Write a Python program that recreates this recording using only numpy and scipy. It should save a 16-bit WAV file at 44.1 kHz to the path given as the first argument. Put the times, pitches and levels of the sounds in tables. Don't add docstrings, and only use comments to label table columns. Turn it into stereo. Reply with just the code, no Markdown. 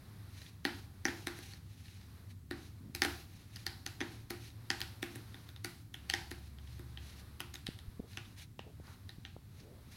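import sys
import numpy as np
from scipy import signal
from scipy.fft import rfft, irfft, next_fast_len
from scipy.io import wavfile
from scipy.ndimage import map_coordinates

SR = 44100
rng = np.random.default_rng(int(sys.argv[2]) if len(sys.argv) > 2 else 0)


def transcribe(u):
    v = np.clip(np.atleast_2d(u).T, -1, 1)
    q = np.round(v * 32767).astype(np.int16)
    wavfile.write(sys.argv[1], SR, q)


N = 439236

# [f/Hz, level/dB]
DRONE_SPECTRUM = [(20, -31), (40, -10), (55, -14), (73, -1), (85, -2.5), (99, 2.5), (122, -6.5),
                  (145, -8.5), (200, -13), (290, -18), (400, -29), (600, -43)]
# [f/Hz, level/dB]
HISS_SPECTRUM = [(100, -13), (350, 11), (600, 4), (1100, 7), (2000, 4.5), (3000, -2), (4000, 4),
                 (5600, -3.5), (7400, -11), (10800, -2.5), (13000, -4.5), (16000, -13.5)]
# [f/Hz, correlation]
CORRELATION = [(30, 0.64), (80, 0.93), (160, 0.81), (330, 0.59), (800, 0.35), (1500, 0.028), (10000, 0.014)]
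# [middle t/s, half length/s, level/dB]
BRUSHES = [(0.416, .1, -57), (1.45, .11, -54.5), (1.714, 0.022, -65), (1.9, 0.19, -60.5),
           (2.311, 0.017, -60), (3.384, .12, -63.5), (3.58, 0.068, -58.5), (4.462, .05, -56.5),
           (5.395, 0.14, -66), (6.715, 0.097, -62.5), (7.082, 0.067, -57), (7.19, 0.032, -57),
           (8.128, .04, -58.5), (8.277, 0.064, -66), (8.411, 0.035, -52.5), (8.901, 0.058, -60),
           (9.591, 0.062, -62), (9.936, 0.041, -57.5)]
# [f/Hz, level/dB]
FIBRE_SPECTRUM = [(300, -11), (1200, -13.5), (2300, 0.5), (3400, -2.5), (4000, 2.5), (4800, -3.5),
                  (6200, -3), (7600, -11.5), (10900, -7), (13500, -15), (16000, -20)]
# [f/Hz, width/Hz, level/dB]
BOARD_MODES = [(247.5, 4.6, -20), (289, 19, 3.5), (320, 11.7, -8), (346.8, 8.8, 4), (412, 31, -60)]
TUBE_MODES = [(1020, 140, -5), (1463, 17, -10.5), (1624, 34, -5.5), (1813, 140, 9.5), (1877, 117, 3.5),
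              (2132, 60, -8), (2660, 330, -12.5)]
BENDING_MODES = [(750, 450, -31), (789, 31, 9.5), (840, 100, -2)]
# [f/Hz, width/Hz, level/dB]
ROPE_MODES = [(3268, 180, -9.5), (3990, 600, -10.5), (4900, 560, -1), (6070, 200, -7)]
FIZZ_MODES = [(9080, 4600, 2), (10780, 1300, -4), (13860, 6300, -1)]
# [f/Hz, T60/s]
ROOM_T60 = [(250, 0.49), (800, 0.57), (2000, 0.3259), (4500, .5), (10000, 0.51), (16000, 1)]
# [f/Hz, level/dB]
ROOM_COLOUR = [(200, 8), (400, -1.5), (600, 4), (1100, 6.5), (1800, 4), (2600, 4.5), (3400, 0), (4300, 2),
               (6300, -4.5), (8000, -2), (11000, 0), (15000, -6)]
# [t/s, strength level/dB, pull level/dB re strength, fraying level/dB re strength, strand f/Hz]
SNAPS = [(0.6518, -35, -2, -10, 4300), (1.0536, -33.5, -5, -12, 5500), (1.0835, -46.5, 6, -12, 3470),
         (1.2709, -42, -1, -3.5, 4100), (1.3889, -60.5, 6.5, 4, 4000), (2.511, -48, 6.5, -7, 3980),
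         (2.9504, -42.5, -11, -3, 4830), (3.0198, -29.5, -9.5, -10.5, 4670), (3.037, -43, -7, -2, 4200),
         (3.0496, -38.5, 0, -1, 3500), (3.561, -48, -30, -8, 4970), (3.6662, -36.5, -17, -9, 4430),
         (3.8642, -39.5, -16.5, -8.5, 4600), (4.0059, -42.5, -5.5, -16, 2850),
         (4.0128, -42, 2.5, -18.5, 3490), (4.3062, -47, 5, 3, 4800), (4.7033, -31.5, -14.5, -15, 4900),
         (4.805, -44, -11, -5, 4300), (4.8158, -38, -22.5, -12, 3480), (5.0289, -43.5, 2, -0.5, 3430),
         (5.1579, -59.5, 8, 8.5, 3970), (5.344, -53.5, -8, -14, 3600), (5.4904, -55.5, -14, -4, 3430),
         (5.5625, -54, -19, -14, 3740), (5.647, -42, -6, -1.5, 4550), (5.9432, -43.5, -20, -12.5, 3200),
         (6.0991, -30.5, -32, -8.5, 4660), (6.1379, -30, -15.5, -13, 3220), (6.3148, -50, 3, 4, 3860),
         (6.586, -59.5, -16, -25, 3250), (6.7949, -66.5, 10, 3, 3700), (6.9739, -47, -18.5, -39, 3190),
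         (7.4043, -41.5, -12.5, -4, 3030), (7.5416, -50.5, -14.5, -2, 6500), (7.556, -48.5, -19, -6, 3700),
         (7.6676, -40, -26, -12, 3690), (7.7894, -55, -18.5, -10, 3760), (8.173, -41.5, -16.5, -14, 2870),
         (8.5926, -48.5, -15, -20, 2870), (9.093, -50, -15, -12, 3870), (9.251, -47, -19, -32, 2900)]
# [middle t/s, half length/s, level/dB, f/Hz]
TONES = [(3.097, 0.13, -51.5, 77), (4.499, 1, -54.5, 112), (5.622, 0.049, -48.5, 102.4),
         (6.749, 0.63, -51, 69.9), (6.848, 0.22, -55.5, 120.6)]
# [middle t/s, half length/s, level/dB, f/Hz]
SLIDES = [(2.877, 0.065, -53, 193), (8.046, 0.028, -60, 463), (8.675, 0.047, -61, 480),
          (8.889, .067, -61, 1360), (9.701, .1, -58.5, 414)]
# [t/s, level/dB, f/Hz, left-over-right level/dB]
BUMPS = [(7.6893, -29, 244, -23), (7.886, -39.5, 61, -29), (7.9971, -34, 260, 17), (8.0014, -31, 264, 7),
         (8.5938, -33, 714, -21), (8.8005, -40.5, 373, 23), (9.1854, -39.5, 167, -16),
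         (9.3656, -37, 526, 31)]

TOP_HZ = 16200
LEAD_S = 0.008
MURMUR_DB = -12
FOLLOW_S, FOLLOW_HALF_S = 0.12, 0.087
FOLLOW_DB, FOLLOW_PER_STRENGTH, FOLLOW_PER_PULL = -31.5, 0.71, 0.8
CATCHES_PER_S, CATCH_DB, CATCH_SCATTER_DB, CATCH_HZ = 16, -7.5, 4.5, 3900
TUBE_DB, TUBE_PULL = 3, 0.47
STRAND_DB = 3
BENDING_DB = -14
EASY_DB, TUBE_PER_FORCE, TEAR_PER_FORCE = -43, 0.29, -0.6
TEAR_DB, TEAR_BUILD_S = 7.5, 0.0035
ROOM_DB, ROOM_PER_PULL = -6.5, 0.095


def amp(db):
    return 10 ** (np.asarray(db) / 20)


def unit(x):
    return x / np.sqrt(np.mean(x ** 2) + 1e-20)


def along(points, hz):
    f, value = np.transpose(points)
    return np.interp(np.log(hz + 1), np.log(f + 1), value)


def add(track, s, sound):
    start = max(round(s * SR), 0)
    part = track[:, start:start + sound.shape[1]]
    part += sound[:, :part.shape[1]]


def pan(db):
    return unit(amp([[db / 2], [-db / 2]]))


def filtered(x, response):
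    n = x.shape[-1]
    padded = next_fast_len(n + SR // 10)
    spectrum = rfft(x, padded) * response(np.fft.rfftfreq(padded, 1 / SR))
    return irfft(spectrum, padded)[..., :n]


def resonant(modes, hz):
    power = 0
    for centre, width, db in modes:
        detuning = 2 * (hz - centre) / width
        power = power + (amp(db) / width / np.sqrt(1 + detuning ** 2)) ** 2
    return np.sqrt(power)


def swell(half_s):
    reach = int(2.5 * half_s * SR)
    t = np.arange(-reach, reach) / SR
    return t, np.exp(-(t / half_s) ** 2)


def wobble(n, rate):
    knots = rng.standard_normal(int(n * rate / SR) + 4)
    return map_coordinates(knots, [np.arange(n) * rate / SR])


def rush(gain, n):
    def mid_side(hz):
        angle = np.arccos(np.clip(along(CORRELATION, hz), -1, 1)) / 2
        return gain(hz) * np.array([np.cos(angle), np.sin(angle)])
    mid, side = filtered(rng.standard_normal((2, n)), mid_side)
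    return unit(np.array([mid + side, mid - side]))


def hum():
    drone = amp(-53.0) * rush(lambda hz: amp(along(DRONE_SPECTRUM, hz)), N)
    flicker = amp(-66.0 + 2.9 * wobble(N, rate=4.1))
    hiss = flicker * rush(lambda hz: amp(along(HISS_SPECTRUM, hz)), N)
    return (drone + hiss) * pan(-1.2)


def crackle(n, spread_db):
    grains = rng.standard_normal(n // 20 + 1)
    sizes = amp(spread_db * np.repeat(grains, 20)[:n])
    return unit(filtered(sizes * rng.standard_normal((2, n)), lambda hz: amp(along(FIBRE_SPECTRUM, hz))))


def hollow(hz):
    modes = resonant(TUBE_MODES, hz) + amp(-13) * resonant(BENDING_MODES, hz)
    return modes / (1 + (hz / 3500) ** 4) * (hz > 600)


def rubbing():
    out = np.zeros((2, N))
    follow = []
    for s, db, pull_db, _, _ in SNAPS:
        follow_db = FOLLOW_DB + FOLLOW_PER_STRENGTH * db + FOLLOW_PER_PULL * pull_db
        follow.append((s + FOLLOW_S, FOLLOW_HALF_S, follow_db))
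    for s, half_s, db in BRUSHES + follow:
        t, stroke = swell(half_s)
        rub = crackle(len(t), spread_db=0.5) + amp(MURMUR_DB) * rush(hollow, len(t))
        pressure = amp(db + 1.9 * wobble(len(t), rate=70))
        add(out, s + t[0], stroke * pressure * rub * pan(-8.5))
    return out


def tear(db):
    t = np.arange(-int(LEAD_S * SR), 0) / SR
    return amp(db) * np.exp(t / TEAR_BUILD_S) * crackle(len(t), spread_db=15.0) * pan(-9.0)


def ring(modes, band_hz, grip_s, slip_s, apart, span_s):
    t = np.arange(SR // 4) / SR
    hz, width, db = np.transpose(modes)[:, :, None]
    strength = amp(db + 2 * rng.standard_normal(hz.shape))
    phase = apart * rng.standard_normal((2, len(modes), 1))
    n = min(len(t), int(2 * SR / width.min()))
    decay = strength * np.exp(-np.pi * width * t[:n])
    body = np.zeros((2, len(t)))
    body[:, :n] = (decay * np.sin(2 * np.pi * hz * t[:n] + phase)).sum(1)
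    since = t[:SR // 50] - LEAD_S
    before = 0.099 * np.exp(-np.abs(since) / grip_s)
    after = 0.34 * np.exp(-np.abs(since) / slip_s)
    force = np.where(since < 0, before, after) * rng.standard_normal(len(since))
    force[round(LEAD_S * SR)] = 1
    sos = signal.butter(2, np.clip(band_hz, 20, SR / 2 - 100), "bandpass", fs=SR, output="sos")
    sound = signal.sosfilt(sos, signal.fftconvolve(body, force[None], axes=1))
    energy = np.sum(sound[:, :int((LEAD_S + span_s) * SR)] ** 2) / 2
    return sound / np.sqrt(energy / (span_s * SR))


def in_room(sound, wet_db, ceiling_db=-16, ceiling_s=0.0098, build_s=0.0032, blur=0.098):
    source = sound[1:]
    energy = np.cumsum(np.abs(rfft(source[0], SR // 2)) ** 2)

    def power(hz, width):
        below = lambda f: np.interp(f, np.fft.rfftfreq(SR // 2, 1 / SR), energy)
        return np.abs(below(hz + width) - below(hz - width)) / width

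    def colour(hz):
        reach = 12 + blur * hz * np.minimum(hz / 3000, 1.5)
        smoothed = (power(hz, reach) * power(hz, 5 * reach)) ** (1 / 4)
        return smoothed * amp(along(ROOM_COLOUR, hz))

    hz, t, z = signal.stft(rush(colour, SR // 2), SR, nperseg=256)
    fade = amp(-60 * t / along(ROOM_T60, hz)[:, None]) * (1 - np.exp(-(t / build_s) ** 2))
    tail = signal.istft(z * fade, SR, nperseg=256)[1]
    wet = amp(wet_db) * np.linalg.norm(source) * tail / np.linalg.norm(tail[0])
    bright = signal.sosfilt(signal.butter(2, 3000, "highpass", fs=SR, output="sos"), source)
    out = np.zeros((2, SR * 3 // 4))
    add(out, 0, sound)
    add(out, np.argmax(np.abs(source)) / SR, wet)
    add(out, ceiling_s, amp(ceiling_db) * bright * [[1], [0]])
    add(out, ceiling_s + 0.0005, amp(ceiling_db + 6.0) * bright * [[0], [1]])
    return out


def pluck(db, pull_db, fray_db, pitch_hz):
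    force_db = np.maximum(db - EASY_DB, 0)
    board = amp(db + pull_db) * ring(
        BOARD_MODES, [200, 700], grip_s=0.0001, slip_s=0.0001, apart=0.2, span_s=0.019)
    tube_db = db + TUBE_DB + TUBE_PULL * pull_db + TUBE_PER_FORCE * force_db
    bending = amp(tube_db + BENDING_DB) * ring(
        BENDING_MODES, [650, 1100], grip_s=0.0001, slip_s=0.0001, apart=0.56, span_s=0.02)
    tube = amp(tube_db) * ring(
        TUBE_MODES, [1200, 2600], grip_s=0.00054, slip_s=0.00024, apart=0.5, span_s=0.0095)
    lightness = np.clip((-db - 39) / 13, 0, 1)
    strand = [(pitch_hz, 600 - 300 * lightness, 5 + 10 * lightness)]
    rope = amp(db + STRAND_DB) * ring(
        ROPE_MODES + strand, [2400, 6000], grip_s=0.00098, slip_s=0.0008, apart=0.58, span_s=0.0055)
    fizz = amp(db + fray_db) * ring(
        FIZZ_MODES, [7800, 16000], grip_s=0.0012, slip_s=0.0016, apart=1.2, span_s=0.0069)
    direct = (board + bending) * pan(-4.6) + tube * pan(-13.5) + rope * pan(-12.0) + fizz * pan(-3.0)
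    add(direct, 0, tear(db + fray_db + TEAR_DB + TEAR_PER_FORCE * force_db))
    return in_room(direct, wet_db=ROOM_DB + ROOM_PER_PULL * pull_db)


def catches():
    out = np.zeros((2, N))
    for s, half_s, db in BRUSHES:
        count = int(2 * half_s * CATCHES_PER_S)
        for when, size, pitch in rng.standard_normal((count, 3)):
            tick_db = db + CATCH_DB + CATCH_SCATTER_DB * size
            pitch_hz = CATCH_HZ * np.exp(0.15 * pitch)
            tick = pluck(tick_db, pull_db=-15, fray_db=-14, pitch_hz=pitch_hz)
            add(out, s + half_s * 0.73 * np.tanh(when), tick)
    return out


def snaps():
    out = np.zeros((2, N))
    for s, db, pull_db, fray_db, pitch_hz in SNAPS:
        add(out, s - LEAD_S, pluck(db, pull_db, fray_db, pitch_hz))
    return out


def swelling_tones():
    out = np.zeros((2, N))
    for s, half_s, db, hz in TONES:
        t, stroke = swell(half_s)
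        sine = np.sqrt(2) * np.sin(2 * np.pi * hz * t)
        add(out, s + t[0], amp(db) * stroke * sine[None])
    return out * pan(-1.2)


def slides():
    out = np.zeros((2, N))
    for s, half_s, db, pitch_hz in SLIDES:
        t, stroke = swell(half_s)
        fur = rush(lambda hz: 1 / (1 + ((hz - pitch_hz) / (0.45 * pitch_hz)) ** 2), len(t))
        add(out, s + t[0], amp(db + 1.6 * wobble(len(t), rate=100)) * stroke * fur)
    return out


def bumps():
    out = np.zeros((2, N))
    t = np.arange(-SR // 50, SR // 50) / SR
    for s, db, hz, side_db in BUMPS:
        u = np.pi * hz * t
        push = u / (1 + u ** 2) ** 2
        add(out, s + t[0], amp(db) * push / push.max() * pan(side_db))
    return out


def scene():
    return hum() + rubbing() + catches() + snaps() + swelling_tones() + slides() + bumps()


def record(dry):
    return filtered(dry, lambda hz: hz < TOP_HZ)


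dry = scene()
out = record(dry)
transcribe(out)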